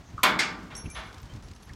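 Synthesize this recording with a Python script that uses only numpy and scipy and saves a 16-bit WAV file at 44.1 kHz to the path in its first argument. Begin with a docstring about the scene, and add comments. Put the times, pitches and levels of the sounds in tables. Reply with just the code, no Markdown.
"""Bangs at a steel swing bridge

A small tap leads into a loud bang and a lighter, brighter rebound: each blow makes the steel ring at
many pitches at once (its "modes"). Two dull, distant knocks follow. Close by, a small metal piece
clinks, and something squeaks and ticks faintly. Light wind bumps the microphone over quiet open air."""
import sys
import numpy as np
from scipy import signal
from scipy.fft import irfft
from scipy.io import wavfile

SR = 44100
rng = np.random.default_rng(int(sys.argv[2]) if len(sys.argv) > 2 else 0)


def waveform_to_disk(signal):
    """Save audio, clipped to [-1, 1], as 16-bit WAV at the path in sys.argv[1]."""
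    frames = np.transpose(np.atleast_2d(signal))
    scaled = np.clip(frames, -1, 1) * 32767
    samples = np.round(scaled).astype(np.int16)
    wavfile.write(sys.argv[1], SR, samples)


N = 77175
TIME = np.arange(N) / SR
FREQ = np.maximum(np.arange(N // 2 + 1) * SR / N, 1)

# The steel's dense ringing; t60 is the time a sound takes to fade by 60 dB.
# f/Hz, bang level/dB per Hz, rebound level/dB per Hz, t60/s
STEEL = [(90, -68, -85, 1.1), (165, -49, -68, 1.3), (260, -56, -71, 1.5), (440, -55, -74, .9),
         (620, -55, -69, .72), (780, -55, -66, .75), (1050, -50, -62, .7), (1450, -51, -58, .68),
         (1750, -51, -56, .5), (2150, -51, -53, .36), (2700, -56, -60, .34), (3400, -52, -59, .33),
         (5200, -63, -61, .28), (8500, -68, -68, .2), (11000, -74, -85, .19), (13000, -71, -86, .2),
         (16000, -80, -97, .19)]
BANG_COLUMN, REBOUND_COLUMN, T60_COLUMN = 1, 2, 3


def from_db(db):
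    """Turn decibels into a factor to multiply by."""
    return 10 ** (np.asarray(db) / 20)


def rms_one(x):
    """Scale a signal so that its average strength (rms) is 1."""
    return x / np.sqrt(np.mean(x ** 2) + 1e-20)


def at_hz(table, hz, column=1):
    """Read a table at any pitch, blending between its rows."""
    table = np.array(table)
    return np.interp(np.log(hz), np.log(table[:, 0]), table[:, column])


def random_spectrum(gain):
    """Give each frequency its strength (gain, per root Hz) and a random phase."""
    return gain * np.exp(2j * np.pi * rng.random(len(FREQ))) * np.sqrt(N * SR / 2)


def noise(gain):
    """Noise whose tone is shaped by a gain for each frequency."""
    return irfft(random_spectrum(gain), N)


def narrow_noise(hz, width_hz):
    """Noise gathered around one pitch, with rms 1."""
    return rms_one(noise(1 / (1 + (2 * (FREQ - hz) / width_hz) ** 4)))


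def keep_side(x, hz, side):
    """A gentle filter that keeps the "low" or the "high" side of a frequency."""
    return signal.sosfilt(signal.butter(2, hz, side, fs=SR, output="sos"), x + 1e-18)


def decay(start, t60):
    """Jump to 1 at the start time, then fade away."""
    out, first = np.zeros(N), int(start * SR)
    age = TIME[:min(N - first, int(2 * t60 * SR))]
    out[first:first + len(age)] = 1000 ** (-age / t60)
    return out


def rise(start, rise_s):
    """Climb smoothly from 0 towards 1."""
    return 1 - np.exp(-np.maximum(TIME - start, 0) / rise_s)


def swell(start, length):
    """Go up and back down in one rounded hump."""
    return np.sin(np.pi * np.clip((TIME - start) / length, 0, 1))


def mode(start, hz, t60):
    """One pure tone of struck metal, fading away."""
    age = TIME - int(start * SR) / SR
    return np.sin(2 * np.pi * (hz * age + rng.random())) * decay(start, t60)


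def steel_blow(blow, bands, column):
    """One blow rings the steel's strong modes and the dense ones between them."""
    # The strongest modes: f/Hz, bang level/dB, rebound level/dB, t60/s
    strong_modes = [(595, -34, -50, .55), (998, -20, -44, .27), (1028, -16, -46, .09),
                    (1053, -21, -46, .25), (1129, -31, -44, .55), (1175, -33, -40, .8),
                    (1277, -28, -46, .45), (1402, -25, -43, .45), (1505, -28, -46, .45),
                    (1613, -35, -38, .6), (2038, -26, -31, .25), (2105, -34, -19, .14),
                    (2168, -27, -38, .26), (2226, -18, -38, .26), (2455, -29, -34, .33),
                    (3310, -21, -42, .09), (3425, -26, -36, .25), (4540, -36, -34, .3),
                    (5520, -39, -34, .25)]
    start, db, rise_s, tail_db = blow
    tones = sum(from_db(row[column]) * mode(start, row[0], row[T60_COLUMN]) for row in strong_modes)
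    return from_db(db) * (dense_ring(bands, start, rise_s, tail_db) + tones * rise(start, rise_s=.005))


def mode_bunching(spacing_hz=45, depth_db=2.4):
    """The steel's modes crowd into peaks: an uneven gain across the frequencies."""
    smoother = signal.butter(2, SR / N / spacing_hz, output="sos")
    wiggle = rms_one(signal.sosfiltfilt(smoother, rng.standard_normal(len(FREQ)), padtype="even"))
    return rms_one(from_db(depth_db * np.clip(wiggle, -2, 2)))


def dense_bands(bunching, column):
    """Countless close modes blur into noise, split here into (centre pitch, steady sound) pairs."""
    edges = np.geomspace(70, 17000, 15)
    spectrum = random_spectrum(bunching * from_db(at_hz(STEEL, FREQ, column)))
    return [(np.sqrt(low * high), irfft(spectrum * (FREQ >= low) * (FREQ < high), N))
            for low, high in zip(edges, edges[1:])]


def dense_ring(bands, start, rise_s, tail_db):
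    """In struck steel, low pitches build later and last longer; a quiet tail follows."""
    bass_rise_s = .018   # extra build-up time at 200 Hz, shorter for higher pitches
    tail_t60_s, half_tail_hz = .85, 9000   # the tail is half as long at this pitch
    out, first = np.zeros(N), int(start * SR)
    age = TIME[:N - first]
    for hz, band in bands:
        body = 1000 ** (-age / at_hz(STEEL, hz, T60_COLUMN))
        tail = from_db(tail_db) * 1000 ** (-age / tail_t60_s * (1 + hz / half_tail_hz))
        build = 1 - np.exp(-age / (rise_s + bass_rise_s * (200 / hz) ** 2))
        out[first:] += band[first:] * build * np.hypot(body, tail)
    return out


def cracks():
    """The first contact of each blow makes a short, bright burst of noise."""
    # The contacts: t/s, level/dB
    contacts = [(.2322, -15), (.3892, -35)]
    # Peaks in their tone: f/Hz, width/Hz, relative level/dB
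    peaks = [(1800, 2200, -4), (3300, 900, -3), (8500, 7000, -5), (12700, 2600, -7)]
    bright = sum(from_db(db) * narrow_noise(hz, width) for hz, width, db in peaks)
    return bright * sum(from_db(db) * decay(t, t60=.04) * rise(t, rise_s=.0015) for t, db in contacts)


def tap(start=.1785, hz=1240):
    """A light touch before the bang rings one short tone and leaves a blurred tail."""
    ring = from_db(-29) * mode(start, hz, t60=.03)
    tail = from_db(-36) * narrow_noise(hz, width_hz=430) * decay(start, t60=.17)
    return (ring + tail) * rise(start, rise_s=.002)


def far_knocks(bands):
    """The same steel sound from far off: blurred, with less bass and less treble."""
    # The knocks: t/s, gain/dB, rise/s, treble cut/Hz, relative tail level/dB
    knocks = [(.699, -24.5, .012, 3800, -9), (.947, -16, .016, 5400, -9)]
    dull = sum(from_db(db) * keep_side(dense_ring(bands, t, rise_s, tail_db), hz, "low")
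               for t, db, rise_s, hz, tail_db in knocks)
    return keep_side(dull, hz=560, side="high")


def clinks():
    """Each touch of the small metal piece is a click and a thin, high ring that shimmers away."""
    # The touches: t/s, click level/dB, gain of the lowest mode/dB, gain of the upper modes/dB
    touches = [(.752, -47, 0, -5), (.766, -39, -16, -5), (.777, -51, -22, 2), (.901, -44, -18, -6),
               (.913, -56, -13, -1), (.947, -62, -20, -8), (1.435, -64, -23, -19), (1.55, -64, -24, -19),
               (1.625, -60, -25, -15)]
    # The piece's modes: f/Hz, level/dB, t60/s
    piece_modes = [(5582, -38, .35), (6239, -44, .17), (9114, -57, .08), (10960, -47, .21),
                   (11606, -64, .12)]
    click_shape = sum(from_db(db) * decay(t, t60=.035) for t, db, _, _ in touches)
    out = narrow_noise(hz=8000, width_hz=4500) * click_shape
    for k, (hz, db, t60) in enumerate(piece_modes):
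        shimmer_power = 0
        for t, _, lowest_db, upper_db in touches:
            gain = from_db(db + (upper_db if k else lowest_db))
            out += gain * mode(t, hz, t60)
            shimmer_power += (gain * from_db(-16) * decay(t, t60=.8)) ** 2
        out += narrow_noise(hz, width_hz=80) * np.sqrt(shimmer_power)
    return out


def squeaks():
    """Something squeaks faintly, and a brief knock sounds late: short swells of noise, each around one pitch."""
    # The squeaks, and the brief late knock at 1.69 s: t/s, length/s, f/Hz, width/Hz, level/dB
    events = [(.885, .05, 2360, 40, -49), (.852, .02, 2700, 1100, -47), (1.2, .035, 14300, 900, -65),
              (1.29, .04, 3120, 200, -58), (1.615, .06, 11300, 1100, -68), (1.69, .022, 1900, 600, -50),
              (.03, .1, 6200, 1200, -64)]
    return sum(from_db(db) * narrow_noise(hz, width) * swell(t, length)
               for t, length, hz, width, db in events)


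def ticks():
    """An uneven run of faint, dry ticks, each a tiny burst of hiss."""
    # The ticks: t/s, level/dB
    events = [(1.128, -49), (1.144, -49), (1.1815, -48), (1.201, -51), (1.2304, -49), (1.256, -51),
              (1.337, -50), (1.361, -51), (1.425, -51), (1.4848, -50), (1.5138, -49), (1.5347, -51),
              (1.562, -50), (1.631, -51), (1.6918, -51), (1.7348, -46)]
    # Their tone: f/Hz, relative level/dB per Hz
    tone = [(500, -12), (2000, -3), (3400, 0), (5500, 0), (9000, -11), (16000, -26)]
    hiss = rms_one(noise(from_db(at_hz(tone, FREQ))))
    return hiss * sum(from_db(db) * decay(t, t60=.028) for t, db in events)


def wind_bumps():
    """Puffs of wind hit the microphone and make soft, low thumps."""
    # The puffs: t/s, length/s, level/dB, upper edge/Hz
    puffs = [(.128, .04, -36, 100), (.830, .018, -38, 330), (.84, .055, -33, 130), (1.2, .08, -41, 55),
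             (1.32, .08, -38, 105), (1.4, .15, -44, 85), (1.69, .08, -38, 65)]
    rumble = keep_side(rng.standard_normal(N), hz=48, side="high")
    rumble = keep_side(rumble, hz=450, side="low")
    return sum(from_db(db) * swell(t, length) * rms_one(keep_side(rumble, hz, "low"))
               for t, length, db, hz in puffs)


def open_air(flicker_db=1.5):
    """Water, leaves and light wind blend into one quiet rush that flickers slightly."""
    # The tone of the rush: f/Hz, level/dB per Hz
    tone = [(20, -96), (52, -66), (110, -73), (250, -80), (500, -88), (1100, -88), (2200, -95), (4000, -99),
            (6300, -101), (10000, -113), (16000, -119)]
    # Its slow rise and fall: t/s, gain/dB
    drift = [(0, -2), (.2, 0), (.7, 1.5), (1.1, 2), (1.35, 1.5), (1.6, -1), (1.75, 0)]
    drift_db = np.interp(TIME, *np.transpose(drift))
    flicker = rms_one(noise(1 / (1 + (FREQ / 30) ** 2)))   # mostly slower than 30 Hz
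    return noise(from_db(at_hz(tone, FREQ))) * from_db(drift_db + flicker_db * flicker)


def scene():
    """All the sounds add up at one microphone."""
    # The main blow on the steel: t/s, gain/dB, rise/s, relative tail level/dB
    bang = (.2314, 0, .002, -19)
    # The lighter second blow: t/s, gain/dB, rise/s, relative tail level/dB
    rebound = (.389, 0, .0035, -18)
    bunching = mode_bunching()
    heavy, light = dense_bands(bunching, BANG_COLUMN), dense_bands(bunching, REBOUND_COLUMN)
    steel = tap() + cracks()
    steel += steel_blow(bang, heavy, BANG_COLUMN) + steel_blow(rebound, light, REBOUND_COLUMN)
    return (steel + far_knocks(heavy) + clinks() + squeaks() + ticks() + wind_bumps() + open_air())[None]


def record(dry):
    """A steep filter removes the very highest treble."""
    cutoff_hz = 15900
    return signal.sosfilt(signal.ellip(10, .2, 80, cutoff_hz, fs=SR, output="sos"), dry)


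dry = scene()
out = record(dry)
waveform_to_disk(out)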